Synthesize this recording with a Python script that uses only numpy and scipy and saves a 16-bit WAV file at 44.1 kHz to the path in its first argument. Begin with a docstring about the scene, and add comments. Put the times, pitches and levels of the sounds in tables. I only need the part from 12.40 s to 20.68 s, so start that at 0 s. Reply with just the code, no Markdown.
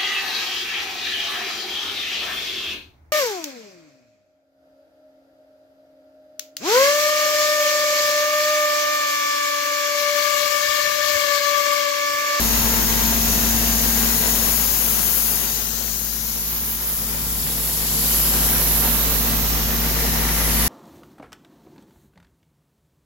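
"""Portable air compressor, hood open

Three-cylinder diesel at governed speed: noise roar, repeating clatter, ringing knocks, tonal exhaust.
Belt-driven fan: phase-locked blade tones. Rushing air: two bands of shaped stereo noise.
A hand-held camera with two ports moves from the fan guard, behind the separator tank (shielded, quieter),
to the air filter; levels, port delay and colour follow it.
"""
import sys
import numpy as np
from scipy import signal
from scipy.fft import rfft, irfft, next_fast_len
from scipy.io import wavfile
from scipy.ndimage import uniform_filter1d, map_coordinates

SR = 44100
rng = np.random.default_rng(int(sys.argv[2]) if len(sys.argv) > 2 else 0)


def generate_wav(sig):
    """Save sig (samples, or channels by samples) to the path in sys.argv[1] as 16-bit PCM at SR."""
    pcm = np.round(np.clip(np.atleast_2d(sig).T, -1, 1) * 32767).astype(np.int16)
    wavfile.write(sys.argv[1], SR, pcm)


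N = 365148
T = np.arange(N) / SR


def amp(db):
    """Decibels to gain."""
    return 10 ** (np.asarray(db) / 20)


def unit(x):
    """Scale to rms 1."""
    return x / np.sqrt(np.mean(x ** 2) + 1e-20)


def along(points, hz):
    """Interpolate (f/Hz, value) points on a log-frequency axis."""
    f, v = np.transpose(points)
    return np.interp(np.log(hz + 1), np.log(f + 1), v)


def curves(rows, t=T):
    """Each column after the time, read at the times t."""
    s, *cols = np.transpose(rows)
    return [np.interp(t, s, c) for c in cols]


def wobble(rate_hz):
    """Smooth random curve, rate_hz knots per second."""
    knots = rng.standard_normal(int(N * rate_hz / SR) + 4)
    return map_coordinates(knots, [T * rate_hz], order=2)


def bell(x, centre, half_width):
    """Smooth hump, 1 at the centre."""
    return np.exp(-((x - centre) / half_width) ** 2)


def filtered(x, response):
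    """x times a response of frequency, by FFT."""
    m = next_fast_len(N + SR // 4)
    spectrum = rfft(x, m) * response(np.fft.rfftfreq(m, 1 / SR))
    return irfft(spectrum, m)[..., :N]


def panned(db):
    """Left and right gains of constant power for an L-R difference in dB."""
    gains = amp(np.array([db, -db]) / 2)
    return (gains / np.sqrt(np.mean(gains ** 2, axis=0))).reshape(2, -1)


WALK_START_S, WALK_S = 3.03, 2.5


def across(t=T):
    """Camera's place: 0 on the fan side, 1 on the filter side."""
    return np.clip((t - WALK_START_S) / WALK_S, 0, 1)


GUARD_LEFT_S, GUARD_LEAVING_S = 2.37, 0.47


def at_guard():
    """1 while the camera is at the fan guard, 0 once it has left."""
    return np.clip((GUARD_LEFT_S - T) / GUARD_LEAVING_S, 0, 1)


MIDWAY_S, MIDWAY_HALF_S = 5.38, 0.93


def midway(t=T):
    """Flat-topped hump: 1 around MIDWAY_S, 0 well away from it."""
    return np.exp(-np.square(((t - MIDWAY_S) / MIDWAY_HALF_S) ** 2))


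# Relative colours by stretch of the walk; columns of each: f/Hz, half-width/Hz, left/dB, right/dB
# Right port turned away
SHADOW_COLOUR = [(2950, 670, 1, -9.5), (6630, 910, 3, 11.5), (9540, 1500, 2.5, -12.5)]
# Close behind the tank
TANK_COLOUR = [(8000, 470, -11, 9), (10300, 780, 2, -6), (11300, 700, 6.5, -6), (13900, 1600, -2, 5)]
# Mid-passage, around 5.4 s: narrow dips and humps, duller at the top
MIDWAY_COLOUR = [(2500, 400, -0.5, -6.5), (5960, 590, -1, -10), (7840, 420, -6, 15), (8930, 210, -9, -15),
                 (10380, 1140, 3.5, 6), (14700, 1200, -5, -3)]
# In the lee of the tank, which stands between camera and engine
SHIELD_COLOUR = [(287, 50, -7, -5), (640, 110, -3, -2.5), (1080, 120, -2, -4), (2900, 880, -2, 0)]
# Filter side
FILTER_COLOUR = [(2050, 94, -4, 3), (2720, 550, 1.5, -3.5), (6700, 500, -1, 0), (12260, 1300, 1.5, 5)]
# In under the hood
HOOD_COLOUR = [(1950, 240, 4, 8), (10200, 1000, 4.5, 10), (14200, 1800, -6, -1)]
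TANK_S, TANK_HALF_S = 4.01, 0.31
SHIELD_S, SHIELD_HALF_S = 3.8, 1.6
HOOD_S, HOOD_HALF_S = 8.36, 0.69
PAST_TANK_S = 0.8  # fade-in of the filter side's colour, centred on MIDWAY_S
SHADOW_FULL_DB = 10  # mean L-R of air and engine at full shadow
AIR_USUAL_DB = -19.5  # sizzle level at which the jet band adds nothing
JET_HZ, JET_WIDTH_HZ = 10140, 2000
JET_GROWTH_DB_PER_DB = 0.4  # extra swell of the jet band with the air


def shading(f, t):
    """Relative dB per port over frequency and time: each colour fades in and out in its turn."""
    air_db, air_pan_db = curves(AIR_SIZZLE, t)
    machine_pan_db = curves(MACHINE_EXPOSURE, t)[1]
    shadow = np.clip((air_pan_db + machine_pan_db) / 2 / SHADOW_FULL_DB, 0, 1)
    past_tank = np.clip((t - MIDWAY_S) / PAST_TANK_S + 0.5, 0, 1)
    total = JET_GROWTH_DB_PER_DB * (air_db - AIR_USUAL_DB) * bell(f, JET_HZ, JET_WIDTH_HZ)
    colours = [
        (SHADOW_COLOUR, shadow),
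        (TANK_COLOUR, bell(t, TANK_S, TANK_HALF_S)),
        (MIDWAY_COLOUR, midway(t)),
        (SHIELD_COLOUR, bell(t, SHIELD_S, SHIELD_HALF_S)),
        (FILTER_COLOUR, past_tank),
        (HOOD_COLOUR, bell(t, HOOD_S, HOOD_HALF_S)),
    ]
    for bands, amount in colours:
        for hz, half_width_hz, *ports_db in bands:
            total = total + amount * np.multiply.outer(ports_db, bell(f, hz, half_width_hz))
    return total


ECHO_PATH_MS = 1.5  # typical extra path of the reflections under the hood


def reflections(f, lead_ms, patchy_db=2.5):
    """Random narrow peaks and dips in dB, for echoes under the hood; they sweep in pitch with the lead."""
    field = rng.standard_normal((2, 2 * len(f), len(lead_ms)))
    field = uniform_filter1d(field, size=3, axis=1)
    field = uniform_filter1d(field, size=40, axis=2)
    stretch = 1 + lead_ms / ECHO_PATH_MS
    rows = np.clip(np.arange(len(f))[:, None] * stretch, 0, 2 * len(f) - 1).astype(int)
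    patches = unit(field[:, rows, np.arange(len(lead_ms))])
    return patchy_db * patches * np.minimum(f / 2000, 1)  # weaker below 2 kHz


# Port delay as the camera turns from the fan, on its left, to face the machine: t/s, left lead/ms
PORT_LEAD = [(0, .44), (1.5, .44), (2.4, .452), (2.95, .447), (3.2, .41), (3.6, .23), (4.1, .08),
             (4.4, -.02), (4.7, -.05), (5.2, -.01), (5.52, .035), (5.98, -.04), (6.3, -.08), (7.25, -.15),
             (8.28, -.09)]
# Left-right likeness before scatter: f/Hz, likeness/1
LIKENESS = [(60, 0.87), (130, 0.64), (290, 0.64), (640, 0.73), (1400, 0.22), (3000, 0.07), (5000, 0.23),
            (6500, 0.55), (9000, 0.2), (12500, 0.65), (15500, 0.5)]
SCATTER, SCATTER_HZ = 0.56, 3000  # share of likeness lost round the tank, above this frequency


def heard(pair, colour, bearing):
    """Two unrelated signals made partly alike, delayed and coloured by nearby metal; rms 1.

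    bearing: share of the port delay, smaller for a source more straight ahead.
    """
    hz, t, (a, b) = signal.stft(pair, SR, nperseg=1024)
    f, lead_ms = hz[:, None], curves(PORT_LEAD, t)[0]
    alike = along(LIKENESS, f) * (1 - SCATTER * across(t) * (f > SCATTER_HZ))
    turn = np.arccos(np.clip(alike, -1, 1)) / 2
    shared, apart = np.cos(turn) * a, np.sin(turn) * b
    rad_per_ms = 2 * np.pi * f / 1000
    delay = np.exp(-1j * rad_per_ms * bearing * lead_ms)
    ports = np.array([shared + apart, (shared - apart) * delay])
    gain = amp(along(colour, f) + shading(f, t) + reflections(f, lead_ms))
    gain /= np.sqrt(np.mean(gain ** 2, axis=1, keepdims=True))  # colour only: equal power per frame
    return unit(signal.istft(ports * gain, SR, nperseg=1024)[1][:, :N])


def at_ports(phase, hz, spread_rad):
    """Tone at two ports: phase apart by the delay, plus drift for standing waves under the hood."""
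    apart = np.pi * hz * curves(PORT_LEAD)[0] / 1000
    apart = apart + spread_rad * wobble(0.74)
    return np.sqrt(2) * np.cos([phase + apart, phase - apart])


def rush(colour, bearing):
    """Turbulent air as coloured stereo noise."""
    return heard(rng.standard_normal((2, N)), colour, bearing)


def lines(table, turns, waver_db, spread_rad):
    """Harmonics of a rotation; balance shifts from the fan side to the filter side."""
    place, out = across(), np.zeros((2, N))
    for multiple, fan_db, filter_db in table:
        level = amp(fan_db + place * (filter_db - fan_db) + waver_db * wobble(5))
        phase = 2 * np.pi * (np.round(multiple) * turns + rng.random())
        apart = spread_rad * wobble(1.21)
        out += np.sqrt(2) * level * np.cos([phase + apart, phase - apart])
    return out


def low_level(fan_db, filter_db, follows):
    """dB of a low sound: own level on each side, following the firing note's rise and fall."""
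    firing_db = curves(FIRING_NOTE)[0]
    return fan_db + across() * (filter_db - fan_db) + follows * (firing_db - firing_db.mean())


# Broad hiss, which bends further round obstacles: t/s, level/dB before offset, L-R/dB
AIR_HISS = [(0, -25.5, 1.5), (2, -26, 2), (3.2, -29, 9.5), (3.6, -31, 6), (4.3, -34.5, 7.5),
            (5.2, -31.5, 5), (5.75, -26, 6.5), (6.4, -28.5, 2.5), (7.3, -30.5, 2), (8.28, -27.5, 2)]
# Fine sizzle of the rushing air: t/s, level/dB before offset, L-R/dB
AIR_SIZZLE = [(0, -20, 4.5), (1.3, -19.9, 5), (2, -18, 10), (2.9, -18, 6.5), (3.25, -24, 7.5),
              (3.5, -24, 12), (3.75, -24.5, 11), (4.05, -24.5, 1), (4.3, -22.5, 0), (4.39, -26, 2.5),
              (4.5, -20.5, -3), (4.62, -24, 3), (4.95, -23, 0.5), (5.5, -21.5, 1), (5.76, -17.5, -1),
              (5.98, -19, 1), (6.35, -18, -4), (7.2, -23, -2.5), (7.9, -22.5, 1.5), (8.28, -19.5, 2)]
# Relative spectra: f/Hz, density/dB per Hz
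HISS_SPECTRUM = [(1500, -25.5), (2700, -8.5), (4000, -3), (5400, -1), (6100, 0), (6700, -1), (7400, -2),
                 (8200, -8), (9200, -6), (12000, -30)]
SIZZLE_SPECTRUM = [(6000, -62), (8400, -20.5), (9500, -9), (10500, -3.5), (11400, 0.5), (12600, 1.5),
                   (14000, 1.5), (15800, -0.5)]
FLUTTER_DB = 0.3


def air():
    """Rushing air: turbulent broad hiss and finer sizzle, each fluttering and shaded per port."""
    hiss_db, hiss_pan_db = curves(AIR_HISS)
    sizzle_db, sizzle_pan_db = curves(AIR_SIZZLE)
    broad, fine = rush(HISS_SPECTRUM, bearing=1), rush(SIZZLE_SPECTRUM, bearing=1)
    hiss = amp(hiss_db + 1.06 + FLUTTER_DB * wobble(16)) * panned(hiss_pan_db) * broad
    sizzle = amp(sizzle_db + 1.5 + FLUTTER_DB * wobble(13)) * panned(sizzle_pan_db) * fine
    return hiss + sizzle


# Relative spectrum: f/Hz, density/dB per Hz
RUMBLE_SPECTRUM = [(8, -28), (30, -6), (60, -.5), (110, -2), (200, -3.5), (300, -13), (500, -28)]
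SWELL_S, SWELL_HALF_S, SWELL_DB = 5.1, 0.36, 5  # brief swell above the tank
CHUG_DB = 1.3  # swing either way with each firing


def rumble(cycles):
    """Low turbulence around engine and fan shroud, chugging at the firing rate."""
    swell_db = SWELL_DB * bell(T, SWELL_S, SWELL_HALF_S)
    chug_db = CHUG_DB * np.cos(6 * np.pi * cycles)
    level_db = low_level(fan_db=-37.0, filter_db=-39.3, follows=1.12) + swell_db + wobble(9) + chug_db
    return amp(level_db) * rush(RUMBLE_SPECTRUM, bearing=0.91) * panned(3.3)


GUARD_DB = 6.5  # blade note's gain at the guard


def blade_note(passes):
    """Blades sweep past the guard; uneven inflow wavers the note, which beats with engine order 13."""
    level_db = low_level(fan_db=-38.5, filter_db=-42.0, follows=0.92) + GUARD_DB * at_guard()
    note = at_ports(2 * np.pi * passes + 0.09 * wobble(21), hz=224, spread_rad=0.1)
    return amp(level_db + 0.71 * wobble(16)) * note * panned(1.4)


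# Blade overtones, relative levels: multiple of blade rate/1, fan side/dB, filter side/dB
BLADE_OVERTONES = [(2, -47, -42), (3, -46, -53), (4, -48, -45.5), (6, -57, -46)]
OVERTONE_GUARD_DB = 4  # gain close to the guard
BLADE_JITTER_PASSES = 0.048


def whine(passes):
    """Blade-rate harmonics, blurred by uneven inflow."""
    blurred = passes + BLADE_JITTER_PASSES * wobble(18)
    gain = amp(0.9 + OVERTONE_GUARD_DB * at_guard())
    return gain * lines(BLADE_OVERTONES, blurred, waver_db=3.0, spread_rad=0.44)


# Weaker engine lines, relative levels: multiple of cycle rate/1 (rounded in use), fan side/dB, filter side/dB
ENGINE_ORDERS = [(7, -48, -49), (8, -50, -60), (10, -47, -52), (11, -56, -46), (13, -45.5, -39.5),
                 (14, -52, -50), (16, -57, -50), (19, -46.5, -50.5), (20, -50, -48), (22, -47.5, -49.5),
                 (23, -57, -53), (26, -57, -50.5), (30, -65, -49), (34, -68, -51), (39, -58, -48),
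                 (43, -57, -47), (56, -55, -49.5), (65.8, -48.5, -46.5), (90.6, -46.5, -51),
                 (111, -47.5, -52)]
FRAY_CYCLES = 0.0025


def drone(cycles):
    """Harmonics of the engine cycle; uneven crank turning frays the higher ones."""
    frayed = cycles + FRAY_CYCLES * wobble(30)
    return amp(2.5) * lines(ENGINE_ORDERS, frayed, waver_db=1.5, spread_rad=0.54)


# Relative spectrum: f/Hz, density/dB per Hz
ROAR_SPECTRUM = [(90, -22), (170, -1.5), (250, 7), (320, -0.5), (520, 1), (640, -1), (1050, -0.5),
                 (1400, -1), (2000, -3), (3000, -3), (4500, -15), (9000, -59)]
LOPE_DB = 0.3  # swing either way once a cycle


def roar(cycles):
    """Engine noise, loping once a cycle as the cylinders pull unequally."""
    lope_db = LOPE_DB * np.cos(2 * np.pi * (cycles - 0.85))
    throb = amp(lope_db + 0.78 * wobble(30))
    return amp(-27.5) * throb * rush(ROAR_SPECTRUM, bearing=0.41)


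# Relative spectrum: f/Hz, density/dB per Hz
BLOCK_SPECTRUM = [(120, -49), (250, -6), (450, 4.5), (650, -5), (1000, 4), (1300, -13), (1900, 2),
                  (2400, -6), (4000, 0), (8000, -52)]


def block(cycles):
    """Valves, gears, pistons: noise patterns repeat every cycle, in a slowly drifting blend of four."""
    size = 2500  # pattern samples per cycle
    at = (cycles % 1 * size).astype(int)
    weights = np.array([wobble(0.59) for _ in range(4)])
    weights = unit(weights / np.linalg.norm(weights, axis=0))
    patterns = rng.standard_normal((4, 2, size))
    clatter = np.sum(weights[:, None] * patterns[..., at], axis=0)
    firing = amp(np.cos(6 * np.pi * (cycles - 0.2)))  # +-1 dB at the firing rate
    return heard(clatter * firing, BLOCK_SPECTRUM, bearing=0.23)


# Blows in one cycle, one cylinder knocking hardest; relative levels:
# crank angle/cycle, ring f/Hz, width/Hz, fan side/dB, filter side/dB
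CASING_BLOWS = [(.18, 1900, 800, -48, -42), (.485, 1950, 900, -40.5, -40.5), (.53, 2000, 700, -46, -43),
                (.82, 2000, 800, -44, -43), (.28, 560, 600, -44, -42.5), (.55, 950, 1000, -47, -44),
                (.74, 700, 700, -50, -43), (.86, 800, 1000, -41, -42), (.96, 330, 600, -43, -46),
                (.32, 3800, 2600, -42, -51), (.65, 3800, 2600, -43, -49)]


def knocks(cycles, t60_s, loose, scatter_db):
    """Combustion and valve blows at fixed crank angles: decaying noise rings casing resonances."""
    t = np.arange(SR // 25) / SR
    place, out = across(), np.zeros((2, N + SR // 25))
    swell = (1 - np.exp(-t / 0.0011)) * amp(-60 * t / t60_s)
    for angle, ring_hz, width_hz, fan_db, filter_db in CASING_BLOWS:
        starts = np.flatnonzero(np.diff(np.floor(cycles - angle)))
        common = rng.standard_normal((2, len(t)))
        rattle = loose * rng.standard_normal((len(starts), 2, len(t)))  # new at each blow
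        b, a = signal.iirpeak(ring_hz, ring_hz / width_hz, SR)
        rings = signal.lfilter(b, a, (common + rattle) * swell)
        rings = signal.lfilter(b, a, rings)
        rings = unit(rings + 0.15 * rings[:, ::-1])  # crosstalk between ports
        levels_db = fan_db + place[starts] * (filter_db - fan_db)
        levels = amp(levels_db + scatter_db * rng.standard_normal(len(starts)))
        for start, level, ring in zip(starts, levels, rings):
            out[:, start:start + len(t)] += level * ring
    return out[:, :N]


# Firing note, which all the low sounds follow: t/s, level/dB before offset
FIRING_NOTE = [(0, -27), (1.3, -26), (2.3, -32.5), (3, -36), (4.5, -36), (4.9, -32), (5.3, -33.7),
               (5.9, -26.5), (7.4, -25.5), (8.28, -23.7)]
# Harmonics sharpening each puff, relative levels: multiple of firing rate/1, fan side/dB, filter side/dB
PUFF_HARMONICS = [(3, -42.5, -36.8), (4, -42, -49), (5, -48.5, -46)]


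def exhaust(cycles):
    """Three firings a cycle: deep note whose harmonics crest together, sharpening puffs into thumps."""
    firing_db = curves(FIRING_NOTE)[0]
    phase = 2 * np.pi * 3 * cycles
    puffs = at_ports(phase, hz=53, spread_rad=0.16)
    puffs = puffs + amp(-24) * at_ports(2 * phase, hz=106, spread_rad=0.18)
    edge = 0
    for multiple, fan_db, filter_db in PUFF_HARMONICS:
        level_db = low_level(fan_db, filter_db, follows=0.77) + wobble(12) / 2
        harmonic = at_ports(multiple * phase + 0.09 * wobble(5), hz=53 * multiple, spread_rad=0.25)
        edge = edge + amp(level_db) * harmonic
    unsteady_db = 0.42 * wobble(20)
    return (amp(firing_db - 0.9 + unsteady_db) * puffs + edge) * panned(2.8)


# Governed speed, held within half a percent: t/s, mean four-stroke cycle rate f/Hz
GOVERNED_SPEED = [(0, 17.664), (1, 17.712), (2.4, 17.645), (4.8, 17.644), (5.4, 17.703), (7, 17.745),
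                  (8.28, 17.73)]
# How openly the engine block is heard: t/s, level/dB before offset, L-R/dB
MACHINE_EXPOSURE = [(0, -28, 6), (1.4, -29, 5.5), (2.1, -30.5, 7.5), (3, -34.0, 11.5), (3.7, -41, 5),
                    (4.3, -38, 12), (4.8, -38, 3), (5.4, -37, 4.5), (6.05, -30.0, 2.5), (7.2, -30.5, 1),
                    (8.28, -28.5, 0.5)]


def scene():
    """One shaft drives engine and fan; roar, clatter and overtones fade together behind the tank."""
    cycles = np.cumsum(curves(GOVERNED_SPEED)[0] * (1 + 0.0007 * wobble(15))) / SR
    passes = 12.872 * cycles  # blade passes per engine cycle
    machine_db, pan_db = curves(MACHINE_EXPOSURE)
    exposure = amp(machine_db + 26.5 + 0.69 * wobble(22)) * panned(pan_db)
    fan_and_air = air() + rumble(cycles) + blade_note(passes)
    clatter = amp(-33.5) * block(cycles) + knocks(cycles, t60_s=0.015, loose=0.8, scatter_db=2.5)
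    machine = whine(passes) + drone(cycles) + roar(cycles) + clatter
    return fan_and_air + exposure * machine + exhaust(cycles)


TOP_HZ = 15900


def record(dry):
    """Hard band limit: nothing at or above TOP_HZ is kept."""
    return filtered(dry, lambda hz: hz < TOP_HZ)


dry = scene()
out = record(dry)
generate_wav(out)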